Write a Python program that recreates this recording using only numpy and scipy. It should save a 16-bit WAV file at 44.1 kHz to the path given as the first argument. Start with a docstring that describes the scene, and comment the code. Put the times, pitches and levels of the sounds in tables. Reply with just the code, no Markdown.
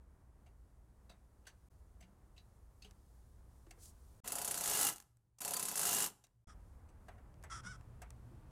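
"""Impact wrench in a garage

A cordless impact wrench hammers two bolts home on an engine bracket: noise cracks, anvil modes, motor noise.
Around the bursts fingers and a socket knock on metal and a trigger clicks (filtered noise contacts), the engine
block thuds and a low rub moans near the end (decaying sines), a steel extension squeaks along a rubber hose
(stick-slip pulses into resonances), over low outdoor rumble.
The background level steps down for the wrench passage; a few brief silences interrupt the sound."""
import sys
import numpy as np
from scipy import signal
from scipy.fft import rfft, irfft, next_fast_len
from scipy.io import wavfile
from scipy.ndimage import uniform_filter1d

SR = 44100
rng = np.random.default_rng(int(sys.argv[2]) if len(sys.argv) > 2 else 0)


def generate_wav(sig):
    """Save sig (samples, or channels by samples) to the path in sys.argv[1] as 16-bit PCM at SR."""
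    pcm = np.round(np.clip(np.atleast_2d(sig).T, -1, 1) * 32767).astype(np.int16)
    wavfile.write(sys.argv[1], SR, pcm)


def how_loud(loudness_db):
    """Turn decibels into a plain amplitude multiplier (0 dB gives 1, 20 dB gives 10)."""
    steps = np.asarray(loudness_db, float) / 20
    return 10 ** steps


N = 375280
T = np.arange(N) / SR

# Levels in all tables are relative: each source adds its own offsets.
# slow hammer blows while the bolt turns: start_s, level_db, whoop_db
SLOW_BLOWS = [(4.2762, -28, -55.5), (4.3206, -26, -47.5), (4.3545, -28, -46), (4.3849, -29.5, -45),
              (4.4159, -29.5, -47), (4.4468, -25.5, -47), (4.4767, -25, -48.5), (4.5106, -24.5, -51.5),
              (4.5426, -28, -50), (4.576, -25.5, -48.5), (4.6094, -27, -45.5), (5.4171, -32, -54),
              (5.449, -26, -44.5), (5.4784, -26.5, -48), (5.5079, -29, -45), (5.5363, -25, -57.5),
              (5.5667, -23.5, -52.5), (5.5957, -26, -53.5), (5.6266, -26, -50), (5.6535, -27.5, -59),
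              (5.6845, -26, -51), (5.7139, -31.5, -47)]
# fast runs once the bolt seats: first_s, last_s, rate_blows_per_s, first_level_db, last_level_db,
# first_whoop_db, last_whoop_db
FAST_RUNS = [(4.638, 4.8872, 51.4, -25.5, -21, -47.5, -48.5), (5.7559, 6.061, 52.6, -25.5, -25, -49, -51)]
# light clacks, the hammer coasting after the first burst and one as the second pull starts:
# start_s, level_db
CLACKS = [(4.9252, -36.5), (4.96, -42), (4.9818, -47), (5.001, -45), (5.024, -55.5), (5.4048, -33.5)]
# whine sagging as the hammer winds back: start_s, start_hz, level_db
WHINES = [(5.545, 4950, -46), (5.725, 5880, -53.5)]
# anvil modes: pitch_hz, level_db
ANVIL_MODES = [(2830, -11), (4610, -1), (6410, -8.5), (6990, 3.5), (8490, 5.5), (9370, 2.5), (10400, 11.5),
               (11100, 11.5), (11900, 1.5), (12800, 1.5), (13900, -2.5)]
# spectrum of blows and gear chatter: freq_hz, density_db (per Hz)
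CLANG_SPECTRUM = [(1200, -1.5), (1610, -3.5), (2350, -9), (2760, -10), (5180, -11), (7100, -4.5),
                  (10300, -7), (14800, -11.5), (16000, -38.5)]
# spectrum of the gear growl: freq_hz, density_db (per Hz)
GEAR_SPECTRUM = [(60, -7.5), (120, -2), (300, -1.5), (1400, -3), (3500, -26)]
# housing resonances: centre_hz, width_hz, turning_db (bolt turns), loaded_db (full load)
HOUSING_MODES = [(191.5, 23, 8, 2), (419, 30, 1.5, 0.5), (719, 24, 4.5, 1), (807, 26, -9, 10.5),
                 (1012, 20, 10.5, 2.5), (1317, 70, -2.5, 3), (1664, 24, -2, 4.5), (2000, 58, -4.5, 0.5),
                 (2640, 76, 3, -3), (2830, 73, -2.5, 6)]
# trigger pulls: pull_s, seat_s, release_s, brake_db (0.26 of it is lost in the last 0.18 s)
TRIGGER_PULLS = [(4.242, 4.6, 4.88, 253.5), (5.402, 5.745, 6.04, 321)]
# short scrapes of metal on metal: start_s, level_db, bass_db, treble_db (both re level), ring_hz
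SCRAPES = [(.4605, -73, 4, -3, 2320), (1.093, -61, 2, -2, 3820), (1.451, -73, 1, -10, 2640),
           (1.466, -53, -11, -1.5, 1640), (1.469, -62, -20, -1.5, 5970), (2.004, -69, -2, 8, 2180),
           (2.022, -64.5, -9, -12, 2200), (2.362, -70.5, -18, 1, 2800), (2.375, -61.5, -12, -20, 4000),
           (2.819, -58, -23, -8, 4450), (2.843, -59, -6, -4, 2990), (6.885, -79, 5, 9, 2540)]
# knocks of the socket and a click of the trigger (5.384 s):
# start_s, level_db, bass_db, treble_db (both re level), ring_hz
KNOCKS_AND_CLICK = [(3.665, -73.5, 9.5, -2, 600), (3.707, -56.5, 0, 7, 2200), (3.776, -81, 12.5, 0, 500),
                    (5.384, -66.5, 3, 14.5, 6820), (6.238, -61, -6, 5.5, 7020), (7.082, -63, 16, 2.5, 1125),
                    (7.18, -74.5, 13, -14, 1500), (7.436, -65.5, 19, 16, 1290),
                    (8.017, -60, 13.5, 14, 1400)]
# brief ticks: start_s, level_db, bass_db, treble_db (both re level)
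TICKS = [(2.91, -50, -7, 4), (5.17, -77.5, 5, 21), (6.268, -64.5, -8, 11), (7.341, -60, -7, 2.5),
         (7.427, -54.5, -6, 6), (7.81, -59.5, 7.5, 4), (8.105, -53.5, 2.5, 13)]
# bracket modes: nominal_hz, width_hz, level_db
BRACKET_MODES = [(720, 94, 12), (2765, 100, 6.5), (3900, 36, 2.5), (4600, 45, 5), (6130, 320, 1),
                 (7780, 270, -1)]
# dull thuds of the engine block, and a low moaning rub near the end (from 8.26 s):
# start_s, level_db, pitch_hz
THUDS_AND_RUB = [(1.099, -63.5, 190), (2.03, -62.5, 189.8), (2.845, -58, 195), (2.849, -66, 416),
                 (3.669, -63, 328), (3.776, -68, 487), (7.65, -53, 188.2), (8.021, -68, 201),
                 (8.26, -63.5, 244), (8.311, -59, 340), (8.371, -64.5, 313)]
# steel dragged on rubber, one list per squeak: time_s, slip_rate_hz, level_db, roughness (0-1, clipped)
SQUEAKS = [
    [(6.47, 636, -73, 1), (6.5, 617, -61, 0.67), (6.54, 595, -71, 0.6)],
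    [(7.498, 720, -53.5, 0.62), (7.526, 648, -45.5, 0.4), (7.55, 668, -50, 0.68), (7.58, 630, -54, 0.82),
     (7.611, 611.5, -62, 1.01)],
    [(7.632, 708, -62, 0.5), (7.65, 720, -56.5, 0.67), (7.67, 725, -45.5, 0.21), (7.695, 756, -51, 0.1),
     (7.712, 750, -49.5, 0.02), (7.735, 677, -60, 0.6), (7.766, 657, -57, 0.13)],
]
# hose and extension resonances: centre_hz, width_hz, level_db
HOSE_MODES = [(1310, 460, 8), (2200, 210, -22), (3260, 400, -2.5), (5230, 660, -2), (5760, 400, 1.5),
              (6970, 1100, -7), (8470, 980, -7.5), (10000, 1100, -10.5)]
# background: time_s, rumble_db, hiss_db
AIR_LEVELS = [(0, -62.5, -88), (1.7, -62.5, -83.5), (3.5, -62, -80), (4.2, -60, -78), (4.24, -64.5, -85.5),
              (5.36, -80, -99), (6.44, -79, -97), (6.47, -58.5, -83), (7.2, -56.5, -85),
              (8.51, -57.5, -83.5)]
# background spectrum: freq_hz, density_db (per Hz)
AIR_SPECTRUM = [(12, -34.5), (20, -7.5), (61, 5), (238, -23), (427, -27.5), (631, -30), (1010, -31.5),
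                (2470, -45.5), (9390, -38), (15500, -44.5)]
# far engine drone: time_s, level_db
DRONE_LEVELS = [(7.2, -78.5), (7.6, -57.5), (7.95, -62.5), (8.51, -58.5)]
# silences: start_s, end_s, fade_in_s
SILENCES = [(1.686, 1.699, .012), (4.203, 4.236, .002), (5.397, 5.404, .004), (6.444, 6.47, .004)]

# motor stages: at the pull, at speed, bolt seating, full load, just after release
CHATTER_DB = (-55.5, -51, -47.5, -39.5, -53)
GROWL_REL_DB = (-53.5, -51.5, -52.5, -44.5, -55.5)
SPIN_UP_S, LOAD_UP_S, LET_GO_S = 0.069, 0.14, 0.046
LIMP_S = 0.0006  # the two lugs strike early and late in turn
SCATTER_S, SCATTER_DB = 0.0008, 2  # random spread of fast blows
WHOOP_S, WHOOP_HZ_PER_S = 0.018, 50000
WHOOP_MIN_HZ, WHOOP_LIFT_HZ = 250, 160  # start pitch; lift at full tightness
SAG_MID_HZ, SAG_MAX_DB = 4860, -55.5  # fainter whine after slow blows, before its flutter
JOLT_DB, WANDER_DB = 28, 2  # blows shake the housing; its resonances come and go
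SCRAPE_T60_S, KNOCK_T60_S, TICK_T60_S, TICK_HZ = 0.11, 0.062, 0.012, 5460
SCRAPE_HOLD_S, KNOCK_HOLD_S, GRAIN_DB = 0.0068, 0.0029, 1.5  # drag time and unevenness
THUD_RISE_S, THUD_190HZ_T60_S = 0.0039, 0.35
BRUSH_S, BRUSH_REL_DB, BRUSH_SPREAD_S = 3.853, -55.5, 0.052
MURMUR_RE_RUMBLE_DB = -10.5
GARAGE_T60_S, GARAGE_DB = 0.41, -21.5
TOP_HZ = 16200


def curve(rows):
    """Columns of a table interpolated at every sample."""
    s, *columns = np.transpose(rows)
    return [np.interp(T, s, c) for c in columns]


def gate(rows, edge_s=0.0032):
    """1 while a table lasts, with short fades."""
    return np.clip(np.minimum(T - rows[0][0], rows[-1][0] - T) / edge_s, 0, 1)


def colour(x, points, lo_hz=1, hi_hz=22000):
    """Shape x by (Hz, dB) points between two edges; white noise of rms 1 keeps rms 1."""
    size = next_fast_len(len(x))
    hz = np.maximum(np.arange(size // 2 + 1) * SR / size, 1)
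    f, db = np.transpose(points)
    gain = how_loud(np.interp(np.log(hz), np.log(f), db))
    gain = gain / np.sqrt((1 + (lo_hz / hz) ** 8) * (1 + (hz / hi_hz) ** 8))
    return irfft(rfft(x, size) * gain / np.sqrt(np.mean(gain ** 2)), size)[:len(x)]


def band(x, hz, width_hz):
    """Resonance, gain 1 at the centre."""
    return signal.lfilter(*signal.iirpeak(hz, hz / width_hz, fs=SR), x)


def walk(rate_hz):
    """Random levels held 1 / rate_hz and slewed; spread near 1."""
    k = int(SR / rate_hz)
    return uniform_filter1d(np.repeat(rng.standard_normal(N // k + 1), k), k)[:N]


def add(track, s, x):
    """Mix x into track at time s."""
    i = int(s * SR)
    track[i:i + len(x)] += x[:N - i]


def fade(t, t60_s):
    """Exponential decay that starts at t = 0."""
    return (t >= 0) * np.exp(-np.log(1000) * np.maximum(t, 0) / t60_s)


def ring(t, hz, db, t60_s, chance, detune):
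    """Struck modes; every blow wakes them with other strengths, pitches and phases."""
    strength, shift, phase = chance.reshape(3, -1, 1)
    tone = np.sin(2 * np.pi * hz * (1 + detune * shift) * t + 2 * phase)
    return np.sum(how_loud(db + 3 * strength) * fade(t, t60_s) * tone, axis=0)


def glide(t, start_s, length_s, hz, hz_per_s, turn):
    """A brief tone that slides in pitch under a sine-squared swell."""
    since = np.clip(t - start_s, 0, length_s)
    cycles = since * (hz + hz_per_s * since / 2) + turn
    return np.sin(np.pi * since / length_s) ** 2 * np.sin(2 * np.pi * cycles)


def blows():
    """Time, level, whoop and tightness: slow blows, fast runs with limp and scatter, then clacks."""
    rows = [(*blow, 0) for blow in SLOW_BLOWS]
    for first_s, last_s, rate, first_db, last_db, first_whoop_db, last_whoop_db in FAST_RUNS:
        k = np.arange(round((last_s - first_s) * rate) + 1)
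        tight = k / k[-1]
        late, size = rng.standard_normal((len(k), 2)).T
        inner = (k > 0) & (k < k[-1])
        shift_s = inner * (SCATTER_S * late - LIMP_S * (-1) ** k)
        rows += zip(first_s + (last_s - first_s) * tight + shift_s,
                    first_db + (last_db - first_db) * tight + SCATTER_DB * size,
                    first_whoop_db + (last_whoop_db - first_whoop_db) * tight, tight)
    return rows + [(s, db, db - 36, 0) for s, db in CLACKS]


def hammer(hits):
    """Each blow cracks, the loose socket rattles after it and the anvil rings; low whoops rise behind."""
    t = np.arange(3000) / SR
    crack, clank, tones = np.zeros((3, N))
    mode_hz, mode_db = np.transpose(ANVIL_MODES)[:, :, None]
    strikes = rng.standard_normal((len(hits), 3 * len(ANVIL_MODES)))
    luck = rng.random((len(hits), 12))
    for (s, db, whoop_db, tight), strike, u in zip(hits, strikes, luck):
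        force = np.clip((db + 48) / 10, 0, 1)  # the lightest blows are short, without rattle
        burst = np.exp(-(t / (0.0024 + 0.0038 * force)) ** 2) + force * how_loud(-10) * fade(t, 0.079)
        for lag, size in zip(u[:3], u[3:6]):  # socket rattle
            burst = burst + force * how_loud(-5.5 - 8.4 * size) * fade(t - 0.003 - 0.0097 * lag, 0.036)
        burst = how_loud(db - 6 - 8.6 * force) * burst
        add(crack, s, burst)
        add(clank, s, how_loud(db - 12) * fade(t, 0.0096))  # first sharp contact
        add(clank, s, how_loud(-force * (3.0 + 8.5 * u[9])) * burst)  # lower clank varies per blow
        add(tones, s, force * how_loud(db - 25) * ring(t, mode_hz, mode_db, 0.049, strike, 0.025))
        whoop_hz = WHOOP_MIN_HZ * (1 + 0.4 * u[8]) + WHOOP_LIFT_HZ * tight
        for k, turn in enumerate(u[6:9]):
            whoop = glide(t, 0.0071 * k, WHOOP_S, whoop_hz, WHOOP_HZ_PER_S, turn / 4)
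            add(tones, s, how_loud(whoop_db + 2.5 - 3.7 * k - 4.6 * turn) * whoop)
    for (s, *_), u in zip(SLOW_BLOWS, luck):
        level = how_loud(SAG_MAX_DB - 6 * u[10] + 3 * walk(300)[:len(t)])
        add(tones, s, level * glide(t, 0.004, 0.03, SAG_MID_HZ * (1 + 0.15 * (u[11] - 0.5)), -22000, 0))
    for s, start_hz, db in WHINES:
        add(tones, s, how_loud(db + 3 * walk(300)[:len(t)]) * glide(t, 0, 0.04, start_hz, -20000, 0))
    noise = rng.standard_normal(N)
    high = colour(crack * noise, CLANG_SPECTRUM, lo_hz=5200)
    low = colour(clank * noise, CLANG_SPECTRUM, lo_hz=1193, hi_hz=4900)
    return high + how_loud(-7.5) * low + tones


def effort(stages, coasts=True):
    """Motor stages through both pulls: spin up, run, take the load, drop at release, brake."""
    rows = []
    for pull, seat, release, brake_db in TRIGGER_PULLS:
        let_go = release + LET_GO_S
        times = pull, pull + SPIN_UP_S, seat, seat + LOAD_UP_S, release, let_go, let_go + 0.18
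        rows += zip(times, (*stages[:4], *stages[3:], stages[4] - 0.26 * brake_db * coasts))
    return curve(rows)[0]


def motor(hits):
    """Gear teeth chatter in the treble; the housing growls below, its resonances shifting with the load."""
    chatter = colour(rng.standard_normal(N) * how_loud(2 * walk(300)), CLANG_SPECTRUM, lo_hz=2800)
    shake = rng.standard_normal(N) * how_loud(1.3 * walk(120))
    jolted = shake.copy()
    jolted[(np.transpose(hits)[0] * SR).astype(int)] += how_loud(JOLT_DB)
    load = effort((0, 0, 0, 1, 1), coasts=False)
    growl = colour(shake, GEAR_SPECTRUM)
    for hz, width_hz, turning_db, loaded_db in HOUSING_MODES:
        mode_db = turning_db + load * (loaded_db - turning_db) + 10 + WANDER_DB * walk(9.7)
        growl = growl + how_loud(mode_db) * band(jolted, hz, width_hz)
    on = sum(gate([(pull,), (release + 0.32,)]) for pull, _, release, _ in TRIGGER_PULLS)
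    return on * (how_loud(effort(CHATTER_DB)) * chatter + how_loud(effort(GROWL_REL_DB) - 5.0) * growl)


def contacts():
    """Scrapes, knocks, click and ticks: a short rough contact, a ring where it lands, bracket modes."""
    t = np.arange(6000) / SR
    out, bass, mid, treble = np.zeros((4, N))
    hits = [(*r, SCRAPE_T60_S, SCRAPE_HOLD_S) for r in SCRAPES]
    hits += [(*r, KNOCK_T60_S, KNOCK_HOLD_S) for r in KNOCKS_AND_CLICK]
    hits += [(*r, TICK_HZ, TICK_T60_S, 0) for r in TICKS]
    strikes = rng.standard_normal((len(hits), len(BRACKET_MODES), 2))
    for (s, db, bass_db, treble_db, ring_hz, t60_s, hold_s), strike in zip(hits, strikes):
        after = np.maximum(t - hold_s, 0)
        grain = how_loud(GRAIN_DB * np.repeat(rng.standard_normal(len(t) // 100), 100))
        attack = np.minimum(t / (0.04 * t60_s), 1)  # long scrapes start softly
        contact = how_loud(db - 5) * grain * fade(after, t60_s) * attack
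        add(bass, s, how_loud(bass_db) * contact / fade(after, 1.49 * t60_s))  # bass lingers
        add(mid, s, contact)
        add(treble, s, how_loud(treble_db) * contact * fade(after, 2.8 * t60_s))  # treble dies first
        # brief ticks hardly wake the rings
        grit = min(t60_s / 0.092, 1) * contact * rng.standard_normal(len(t))
        add(out, s, how_loud(18.0) * band(grit, ring_hz, 280))
        for (hz, width_hz, mode_db), (strength, shift) in zip(BRACKET_MODES, strike):
            # dull blows favour the low modes
            tilt_db = np.interp(hz, (800, 2000, 4500, 7000), (bass_db, 0, 0, treble_db))
            level = how_loud(mode_db + 10.5 + 1.8 * strength + tilt_db)
            add(out, s, level * band(grit, hz * (1 + 0.015 * shift), width_hz))
    for track, lo_hz, hi_hz in ((bass, 350, 2000), (mid, 2000, 5000), (treble, 5000, 10000)):
        out += how_loud(-5.0) * colour(track * rng.standard_normal(N), [(1, 0), (SR, 0)], lo_hz, hi_hz)
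    return out


def thuds_and_rub():
    """Low wavering sines with a soft onset; higher ones die sooner, overlapping ones make the moan."""
    t, out = np.arange(SR // 3) / SR, np.zeros(N)
    for s, db, hz in THUDS_AND_RUB:
        wobble = 1 + 0.5 * np.interp(t, t[::600], rng.standard_normal(len(t[::600])))
        swell = np.minimum(t / THUD_RISE_S, 1) * fade(t, THUD_190HZ_T60_S * 190 / hz)
        add(out, s, how_loud(db) * wobble * swell * np.sin(2 * np.pi * hz * t))
    return out


def squeaks():
    """Stick-slip pulses, uneven in pace and size when rough, ring the hose and the extension."""
    slip_hz, db, rough = curve(sum(SQUEAKS, []))
    rough = np.clip(rough, 0, 1)
    jitter = 1 + (0.011 + 0.1 * rough ** 2) * walk(500)
    phase = 2 * np.pi * np.cumsum(slip_hz * jitter) / SR
    slips = sum(np.cos(k * phase) / np.sqrt(k) for k in range(2, 16))
    slips = slips * how_loud((1.5 + 3.7 * rough) * walk(110))
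    slips = slips + (0.43 + 3.4 * rough) * rng.standard_normal(N)
    sound = np.zeros(N)
    for k, (hz, width_hz, mode_db) in enumerate(HOSE_MODES):
        mode = band(band(slips, hz, width_hz), hz, 2 * width_hz)
        sound += (-1) ** k * how_loud(mode_db) * mode
    on = sum(map(gate, SQUEAKS))
    rms = np.sqrt(np.sum(on * sound ** 2) / np.sum(on))
    return on * how_loud(db) * sound / rms


def brush():
    """A hand brushes past the hose: a soft bright swish of band-passed noise."""
    swell = np.exp(-np.abs((T - BRUSH_S) / BRUSH_SPREAD_S) ** 3)
    noise = rng.standard_normal(N) * how_loud(2 * walk(150))
    return how_loud(BRUSH_REL_DB) * swell * band(band(noise, 7800, 7800), 7800, 7800)


def background():
    """Rumble, murmur and hiss as wavering noise bands, plus the narrow-band noise drone of a far engine."""
    rumble_db, hiss_db = curve(AIR_LEVELS)
    levels = rumble_db, rumble_db + MURMUR_RE_RUMBLE_DB, hiss_db
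    edges_hz = (1, 130), (170, 2470), (2700, 16000)
    out = np.zeros(N)
    for db, edges in zip(levels, edges_hz):
        out += how_loud(db + walk(8)) * colour(rng.standard_normal(N), AIR_SPECTRUM, *edges)
    return out + how_loud(curve(DRONE_LEVELS)[0] + 32.5) * band(rng.standard_normal(N), 118, 8.5)


def scene():
    """Near sounds with the dull decaying-noise tail of the garage, over the background."""
    hits = blows()
    near = hammer(hits) + motor(hits) + contacts() + thuds_and_rub() + squeaks() + brush()
    t = np.arange(SR // 2) / SR
    tail = rng.standard_normal(len(t)) * fade(t - 0.006, GARAGE_T60_S)
    tail = colour(tail, [(200, 4.0), (3000, -11.0), (15000, -16.0)])
    wet = signal.fftconvolve(near, tail / np.sqrt(np.sum(tail ** 2)))[:N]
    return (near + how_loud(GARAGE_DB) * wet + background())[None]


def top_cut(x):
    """Nothing passes above the cut-off."""
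    return signal.sosfilt(signal.butter(12, 16670, fs=SR, output="sos"), x)


def record(dry):
    """The phone cuts the top and rounds the hardest blows by tanh; brief silences cut in."""
    gains = [np.where(T < start, 1, np.clip((T - end) / fade_in, 0, 1)) for start, end, fade_in in SILENCES]
    lowpass = signal.ellip(8, 0.2, 70, TOP_HZ, fs=SR, output="sos")
    dull = signal.sosfilt(lowpass, dry) * np.prod(gains, axis=0)
    ceiling = 0.075
    return top_cut(ceiling * np.tanh(dull / ceiling))


dry = scene()
out = record(dry)
generate_wav(out)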